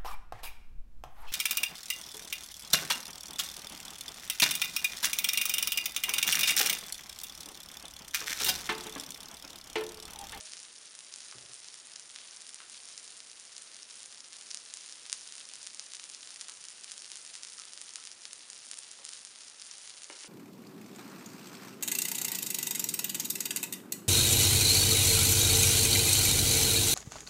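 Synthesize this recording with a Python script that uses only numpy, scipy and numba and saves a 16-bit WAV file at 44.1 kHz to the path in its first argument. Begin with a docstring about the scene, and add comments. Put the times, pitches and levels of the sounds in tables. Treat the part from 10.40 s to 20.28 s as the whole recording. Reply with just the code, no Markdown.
"""Dough cakes fry in butter on a flat griddle in a small kitchen, heard from close by.
From the start, steam bubbles burst as short damped swings, from a dense fizz to lone pops, over a low
noise hush; a faint damped tone dies away. Wet plops, gliding up in pitch, come from about 1 s on, with
muffled modal thumps near the first; dull modal knocks on the counter come near the end.
Early echoes and a diffuse tail enclose the bursts, plops, thumps and knocks."""
import sys
import numpy as np
from scipy import signal
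from scipy.fft import rfft, irfft
from scipy.io import wavfile
from scipy.ndimage import uniform_filter1d
from numba import njit

SR = 44100
rng = np.random.default_rng(int(sys.argv[2]) if len(sys.argv) > 2 else 0)


def unload_wav(signal):
    """Save mono or channel-first audio to the path in sys.argv[1] as 16-bit WAV at rate SR, clipped to [-1, 1]."""
    wavfile.write(
        sys.argv[1],
        SR,
        np.round(np.clip(np.atleast_2d(signal).T, -1, 1) * 32767).astype(np.int16),
    )


def field_ratio(decibels):
    """Amplitude ratio for a level in dB (20 dB per decade); scalars and array-likes work."""
    return 10 ** (np.asarray(decibels, dtype=float) / 20)


N = 435708  # samples, 9.88 s
SPOTS = 6  # places on the plate, each with its own path through the room


def colour(x, points):
    """Minimum-phase filtering: the folded cepstrum of a log gain gives a causal response."""
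    size = 4096
    hz, db = np.transpose(points)
    log_hz = np.log(np.arange(size // 2 + 1) * SR / size + 1)
    log_gain = np.log(field_ratio(np.interp(log_hz, np.log(hz), db)))
    cepstrum = irfft(log_gain)
    # fold the second half onto the first to make the response causal
    cepstrum[1:size // 2] *= 2
    cepstrum[size // 2 + 1:] = 0
    response = irfft(np.exp(rfft(cepstrum)))
    return signal.fftconvolve(x, response)[:N]


@njit
def grains(count, at, size, hz, cycles, glide):
    """Damped oscillation: each swing falls by 1/e in the given cycles and may glide in pitch."""
    out = np.zeros(count)
    for k in range(len(at)):
        first = int(at[k]) + 1
        log_pole = (2j * np.pi - 1 / cycles[k]) * hz[k] / SR
        # the onset may lie between two samples
        z = size[k] * np.exp(log_pole * (first - at[k]))
        steps = int(6 * cycles[k] * SR / hz[k])
        for n in range(first, min(first + steps, count)):
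            out[n] += z.imag
            stretch = 1 + glide * (n - first) / steps
            z *= np.exp(log_pole.real + 1j * log_pole.imag * stretch)
    return out


def kitchen(x, room_db):
    """Room acoustics: direct sound, discrete early echoes and an exponentially decaying diffuse tail."""
    # early echoes from plate, food and wall: (delay [ms], level [dB], sign [+1 or -1])
    echoes = [(.4, -27.5, 1), (.7, -51, -1), (1.05, -32.5, 1), (1.703, -33, -1), (6.8, -19, 1),
              (10.15, -22, 1)]
    t60_s = 0.32
    t = np.arange(SR // 2) / SR
    build_up = np.clip(t * 1000 / 1.86 - 1, .3, 1)  # full from 3.72 ms
    tail = rng.standard_normal(len(t)) * field_ratio(-60 * t / t60_s) * build_up
    # room_db is the tail's energy relative to the direct sound
    response = field_ratio(room_db) * tail / np.sqrt(np.sum(tail ** 2))
    response[0] += 1
    for ms, db, sign in echoes:
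        response[int(ms * SR / 1000)] += np.sign(sign) * field_ratio(db)
    return signal.oaconvolve(x, response)[:N]


def hush():
    """Stationary noise: a random signal shaped to the low spectrum of the room."""
    # relative spectral density of the hush: (frequency [Hz], level [dB per Hz])
    spectrum = [(30, -3.5), (120, -2.5), (250, 0), (500, -4), (1000, -10), (2000, -12), (5000, -27)]
    noise = colour(rng.standard_normal(N), spectrum)
    return field_ratio(-56.5) * noise / noise.std()


def walk(rate):
    """Slow random modulation: levels held 1 / rate s and slewed twice, spread near 1."""
    k = int(SR / rate)
    held = np.repeat(rng.standard_normal(N // k + 1), k)
    slewed = uniform_filter1d(uniform_filter1d(held, k), k)
    return 1.75 * slewed[:N]


def bursts(count, db, spread_db, top_db, centre_hz, octaves, cycles):
    """Random bubble bursting: many small and few large bubbles at random times, some ringing longer."""
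    when, big, pitch, open_ = rng.random((count, 4)).T
    # levels are exponentially spread above db, at most by top_db
    size = field_ratio(db + np.minimum(-spread_db * np.log(1 - big), top_db))
    hz = np.clip(centre_hz * 2 ** (octaves * (2 * pitch - 1)), 300, 12000)
    turns = cycles * 2 ** (1.07 * open_ ** 2)
    # a longer ring starts weaker
    size = size * np.sqrt(cycles / turns)
    return grains(N, when * N, -size, hz, turns, 0.)


def fizz():
    """Superposed random bursts at one spot: the boil sets their level and slow modulation their flurries."""
    # how hard the fat boils: (time [s], base level of the bursts [dB])
    boil_points = [(0.0, -49), (0.38, -51.5), (2.64, -50), (3.05, -52.5), (3.55, -50), (3.85, -51.5),
                   (4.95, -49), (5.36, -51), (5.94, -48.5), (6.3, -51.5), (6.49, -50), (7.62, -50),
                   (7.87, -51), (9.88, -50)]
    s, db = np.transpose(boil_points)
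    boil = field_ratio(np.interp(np.arange(N) / SR, s, db))
    # burst levels are in dB over the boil
    fine = bursts(count=6000, db=.5, spread_db=4.0, top_db=15.0, centre_hz=6500, octaves=1.0, cycles=0.29)
    crackle = bursts(count=700, db=6, spread_db=10.5, top_db=7.5, centre_hz=6000, octaves=0.94, cycles=0.39)
    spits = bursts(count=110, db=17, spread_db=3.0, top_db=5.5, centre_hz=5600, octaves=0.71, cycles=0.42)
    chirps = bursts(count=40, db=11.5, spread_db=3.0, top_db=4, centre_hz=5600, octaves=0.1, cycles=1.34)
    flurrying_fine = fine * field_ratio(2.35 * walk(25))
    flurrying_spits = (spits + chirps) * field_ratio(1.4 * walk(8))
    return boil * (flurrying_fine + crackle + flurrying_spits)


def pops(spot):
    """Strongly damped bubble oscillation: the loud bursts of one spot, suction first."""
    # the loudest bursts: (time [s], source level [dB], bubble pitch [Hz], decay to 1/e [cycles])
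    loud_bursts = [(0.0098, -20, 6100, 0.5), (0.0362, -24, 8500, 0.29), (0.1206, -22, 6600, 0.45),
                   (0.135, -16, 4700, 0.34), (0.1695, -21, 5100, 0.35), (0.2017, -20.0, 6900, 0.25),
                   (0.2307, -27, 6900, 0.6), (0.3554, -32, 6300, 0.4), (0.4737, -32, 5200, 0.3),
                   (0.5519, -20, 7200, 0.25), (0.5904, -22, 6600, 0.46), (0.7254, -27, 5800, 0.6),
                   (0.7398, -20.5, 5500, 0.72), (0.7602, -20, 7640, 0.5), (0.7855, -28, 6800, 0.56),
                   (0.8054, -21.5, 5270, 0.4), (0.9128, -26, 5400, 1), (0.9254, -26, 3600, 0.19),
                   (0.9844, -23, 4080, 0.36), (1.1345, -22.5, 6900, 0.45), (1.1425, -27.5, 8600, 1.2),
                   (1.2446, -25, 4700, 0.36), (1.2854, -26, 5400, 1), (1.3424, -21, 6100, 0.3),
                   (1.4713, -22, 9300, 0.29), (1.5579, -24.5, 5470, 0.4), (1.5608, -22.5, 5300, 0.89),
                   (1.5968, -23, 7100, 0.6), (1.761, -17.5, 3640, 0.36), (1.7873, -21, 3400, 0.35),
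                   (1.9705, -31, 5400, 1.7), (2.0924, -24, 8400, 0.57), (2.1446, -20.5, 7760, 0.6),
                   (2.2985, -28.0, 7700, 1.1), (2.4348, -28, 6400, 0.45), (2.4878, -24, 6500, 0.4),
                   (2.5782, -23.5, 5660, 1.1), (2.6441, -32, 7700, 1.2), (2.7039, -28, 5100, 0.4),
                   (2.8039, -21, 4620, 0.43), (2.9154, -24, 5900, 0.45), (2.9984, -25.5, 7300, 0.6),
                   (3.0522, -29, 6900, 0.6), (3.1661, -23, 5200, 0.74), (3.1804, -23, 7500, 0.65),
                   (3.2212, -29.5, 8300, 1.7), (3.3456, -24.0, 5700, 0.35), (3.3665, -21.0, 5600, 0.27),
                   (3.4309, -28, 5500, 1.4), (3.5, -29, 4900, 0.4), (3.5561, -28, 7400, 0.7),
                   (3.6048, -24, 6400, 0.35), (3.6311, -21, 6840, 0.37), (3.659, -21.5, 7700, 0.46),
                   (3.7258, -26, 5840, 0.5), (3.7463, -27, 5200, 0.5), (3.8056, -28, 5430, 1.2),
                   (3.9309, -20.5, 5940, 0.35), (3.9673, -26, 7500, 0.6), (4.0116, -21.0, 6300, 0.28),
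                   (4.1061, -26.0, 5700, 1.4), (4.1102, -18, 5760, 0.32), (4.1137, -21, 5470, 1.3),
                   (4.1458, -12.5, 6100, 0.46), (4.1727, -22, 5600, 1.2), (4.339, -15.5, 7000, 0.48),
                   (4.3717, -19.5, 6000, 0.4), (4.4889, -25, 4900, 0.45), (4.496, -24, 5300, 0.5),
                   (4.5246, -20, 5930, 0.35), (4.6555, -21, 3200, 0.23), (4.6644, -18, 4400, 0.2),
                   (4.6982, -16.5, 5000, 0.45), (4.7201, -16, 5800, 0.27), (4.7285, -5.5, 5950, 0.43),
                   (4.8107, -25, 6100, 0.45), (4.9238, -20, 5900, 0.45), (4.9539, -18.5, 6100, 0.25),
                   (4.9812, -19.5, 5500, 0.3), (5.0895, -25.5, 6900, 0.54), (5.1369, -16.5, 6500, 0.27),
                   (5.1559, -20, 5800, 0.37), (5.2301, -23, 6600, 0.47), (5.2667, -18, 6600, 0.35),
                   (5.2716, -14.5, 5300, 0.3), (5.3466, -22, 6900, 0.56), (5.3958, -17.5, 5600, 0.92),
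                   (5.5192, -24, 4200, 0.4), (5.5357, -16.5, 5900, 0.34), (5.5484, -20, 4100, 0.4),
                   (5.5523, -21, 7000, 0.6), (5.5684, -23, 5400, 0.45), (5.5976, -16.5, 3600, 0.24),
                   (5.6402, -19, 6300, 0.4), (5.6996, -20.5, 6700, 0.43), (5.737, -23, 5000, 0.35),
                   (5.7483, -25.5, 5400, 1.4), (5.8742, -19, 4900, 0.25), (5.9057, -22, 5700, 0.42),
                   (5.9447, -27, 8250, 0.68), (5.9606, -21.0, 5300, 0.35), (6.0116, -16.0, 5900, 0.5),
                   (6.0153, -18.5, 5700, 0.4), (6.0842, -17.0, 6800, 0.3), (6.0965, -13.5, 5200, 0.2),
                   (6.1201, -26, 6500, 0.5), (6.2405, -22.5, 6700, 0.45), (6.2525, -22, 6100, 0.44),
                   (6.2854, -22.5, 6200, 0.8), (6.304, -19.5, 5700, 0.22), (6.4385, -25, 6200, 0.4),
                   (6.4442, -15, 5900, 0.23), (6.5116, -23.5, 6600, 0.45), (6.5182, -12, 6100, 0.24),
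                   (6.579, -19.5, 6560, 0.45), (6.6209, -18, 6000, 0.27), (6.6452, -26, 4800, 0.6),
                   (6.6559, -25, 6500, 0.45), (6.6626, -23, 5900, 0.3), (6.7021, -22, 5000, 0.3),
                   (6.7175, -15, 5500, 0.3), (6.7566, -19, 6800, 0.4), (6.7712, -24.0, 7400, 0.8),
                   (6.85, -19, 6200, 0.25), (6.8639, -24, 6000, 0.5), (6.9418, -18, 4800, 0.25),
                   (6.9535, -12, 4600, 0.19), (7.0338, -18, 5500, 0.55), (7.0493, -18.0, 5300, 0.35),
                   (7.0997, -27, 5900, 0.6), (7.1837, -25, 5000, 0.5), (7.1913, -21, 7900, 0.3),
                   (7.1982, -24, 5900, 1.2), (7.219, -18, 4600, 0.23), (7.2531, -24.5, 7100, 0.5),
                   (7.3344, -19.5, 6000, 0.4), (7.3762, -20.0, 4670, 0.45), (7.4154, -14, 7800, 0.29),
                   (7.4926, -20.5, 5500, 0.35), (7.5374, -28, 7200, 1.2), (7.5577, -12, 5750, 0.36),
                   (7.6391, -21.5, 5700, 0.3), (7.6526, -21.5, 6200, 0.5), (7.6727, -16.0, 4600, 0.28),
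                   (7.7161, -21.5, 5400, 0.45), (7.8542, -17, 4600, 0.5), (7.932, -16, 7150, 0.43),
                   (8.1016, -21, 7560, 0.65), (8.1318, -21.0, 5800, 0.28), (8.314, -9, 7300, 0.22),
                   (8.3337, -18, 3300, 0.25), (8.3413, -17, 7100, 0.25), (8.3731, -20.5, 6800, 0.35),
                   (8.3858, -20.5, 9500, 0.45), (8.3889, -16, 9500, 0.45), (8.4341, -22, 5500, 0.3),
                   (8.5143, -22.5, 7100, 0.6), (8.6451, -24, 7400, 0.4), (8.6513, -16.5, 7800, 0.46),
                   (8.6645, -20, 4900, 0.3), (8.691, -12.5, 6000, 0.2), (8.7323, -24, 4400, 0.56),
                   (8.7351, -18, 7100, 0.39), (8.8502, -19, 6650, 0.4), (9.0693, -34, 6000, 0.35),
                   (9.2173, -18.5, 6800, 0.27), (9.2218, -24, 4800, 0.9), (9.3129, -26, 5800, 1.7),
                   (9.3823, -26, 7700, 0.68), (9.4762, -18, 4530, 0.21), (9.4969, -18, 6500, 0.25),
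                   (9.5033, -28, 5200, 0.39), (9.5692, -27, 5400, 0.27), (9.5751, -24, 5200, 0.3),
                   (9.58, -28, 4400, 0.38), (9.6203, -19.5, 4500, 0.23), (9.6341, -19.5, 7200, 0.25),
                   (9.6435, -23.5, 5900, 0.8), (9.8079, -25, 5500, 0.45), (9.8369, -23.5, 3800, 0.43)]
    s, db, hz, cycles = np.transpose(loud_bursts[spot::SPOTS])
    onset = s * SR - 1.2 * SR / hz  # the listed time lies 1.2 cycles after the onset
    return grains(N, onset, -field_ratio(db), 1. * hz, 1. * cycles, 0.)


def sizzle():
    """Small-source radiation: bursts from all spots, weak in bass, each spot with its own room path."""
    spread = sum(kitchen(fizz() + pops(spot), room_db=-10) for spot in range(SPOTS))
    return signal.lfilter(*signal.butter(2, 1200, "high", fs=SR), spread)


def ring():
    """Lightly damped oscillation: one faint tone dies away at the start."""
    onset_s, level_db, pitch_hz, decay_cycles = .006, -50, 625, 30
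    s, db, hz, cycles = np.transpose([(onset_s, level_db, pitch_hz, decay_cycles)])
    return grains(N, s * SR, field_ratio(db), hz, cycles, 0.)


def plops():
    """Bubble resonance: big bubbles tear with a crack, then ring, rising in pitch as they open."""
    # larger bubbles: (onset [s], level before damping [dB], starting pitch [Hz], decay to 1/e [cycles])
    big_bubbles = [(.925, -34, 1120, 1), (2.2031, -30.5, 1250, 0.82), (6.09, -35.5, 1200, 1.1),
                   (7.184, -45, 1150, 5), (7.189, -44, 1280, 7), (7.253, -51, 1300, 3.5),
                   (7.584, -38, 1290, 1.6), (8.589, -40, 900, 0.9), (8.596, -40.5, 503, 1.3)]
    crack_db, crack_hz = 3.5, 3000  # the film tears; dB over the ring
    s, db, hz, cycles = np.transpose(big_bubbles)
    crack = grains(N, s * SR, -field_ratio(db + crack_db), crack_hz + 0 * s, 0.47 + 0 * s, 0.)
    return crack + grains(N, s * SR, field_ratio(db), hz, cycles, 0.23)


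def blows(rows, modes, low_hz):
    """Modal excitation: a short push rings the modes; a softer push is longer and duller."""
    push = np.zeros(N)
    for s, db, soft_ms in rows:
        shape = np.hanning(int(soft_ms * SR / 1000) + 3)
        push[int(s * SR):][:len(shape)] += field_ratio(db) * shape / shape.sum()
    hz, db, t60 = np.transpose(modes)
    # neighbouring modes swing opposite ways
    size = field_ratio(db) * (-1) ** np.arange(len(hz))
    modal_ring = grains(SR // 2, 0 * hz, size, hz, t60 * hz / np.log(1000), 0.)
    # little radiates below the lowest mode
    high_pass = signal.butter(4, low_hz, "high", fs=SR, output="sos")
    return signal.sosfilt(high_pass, signal.fftconvolve(push, modal_ring)[:N])


def thumps():
    """Structure-borne sound: soft blows further off in the house ring low modes."""
    # muffled blows: (time [s], strength [dB], softness [ms])
    far_blows = [(.946, -40, 1.8), (.972, -48, 1.4), (1.002, -50, 1.6), (1.03, -48, 1.1),
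                 (1.093, -48, 0.89), (1.14, -61, 1)]
    # what the structure rings with: (frequency [Hz], level [dB], decay by 60 dB [s])
    structure = [(75, -2.5, 0.056), (131, -1, 0.061), (250, -4, .03), (368, 0.5, 0.026), (517, -2.5, 0.023),
                 (694, -3, 0.022)]
    return blows(far_blows, structure, low_hz=50)


def knocks():
    """Impact sound: something set down on the counter rings its modes."""
    # contacts with the counter: (time [s], strength [dB], softness [ms])
    contacts = [(9.6993, -33.5, 0.23), (9.7045, -45.5, .15), (9.8437, -39.5, 0.28)]
    # what the counter rings with: (frequency [Hz], level [dB], decay by 60 dB [s])
    counter = [(340, 3.5, 0.028), (563, -2.5, 0.025), (910, -1.5, 0.015), (1400, -8, 0.017),
               (1690, -7, 0.02), (2220, -1, 0.016), (2880, -4, 0.014)]
    return blows(contacts, counter, low_hz=198)


def scene():
    """Superposition: the sources add, those further off with more sound by way of the walls."""
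    mix = hush() + sizzle() + ring()
    mix = mix + kitchen(plops(), room_db=-1.5)
    mix = mix + kitchen(thumps(), room_db=6)
    mix = mix + kitchen(knocks(), room_db=-0.5)
    return mix[None]


def low_pass(x):
    """Removes everything above the highest recorded frequency."""
    return signal.sosfilt(signal.butter(12, 11600, fs=SR, output="sos"), x)


def record(dry):
    """Linear filtering: little bass, bright treble, a narrow dip near 7.9 kHz, a steep cutoff above 11 kHz."""
    # overall colour of the sound: (frequency [Hz], gain [dB])
    overall_colour = [(18, -55), (30, -28.5), (124, -18.5), (236, -16), (1110, -4), (1320, -3),
                      (2220, -2.5), (2840, -0.5), (5850, 3.5), (7320, 6), (7880, 0), (8710, 8.5),
                      (9620, 9.5), (10600, 2.5), (11400, -33), (11900, -60), (14900, -76), (22000, -120)]
    mix = colour(dry[0], overall_colour)[None]
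    return low_pass(mix)


dry = scene()
out = record(dry)
unload_wav(out)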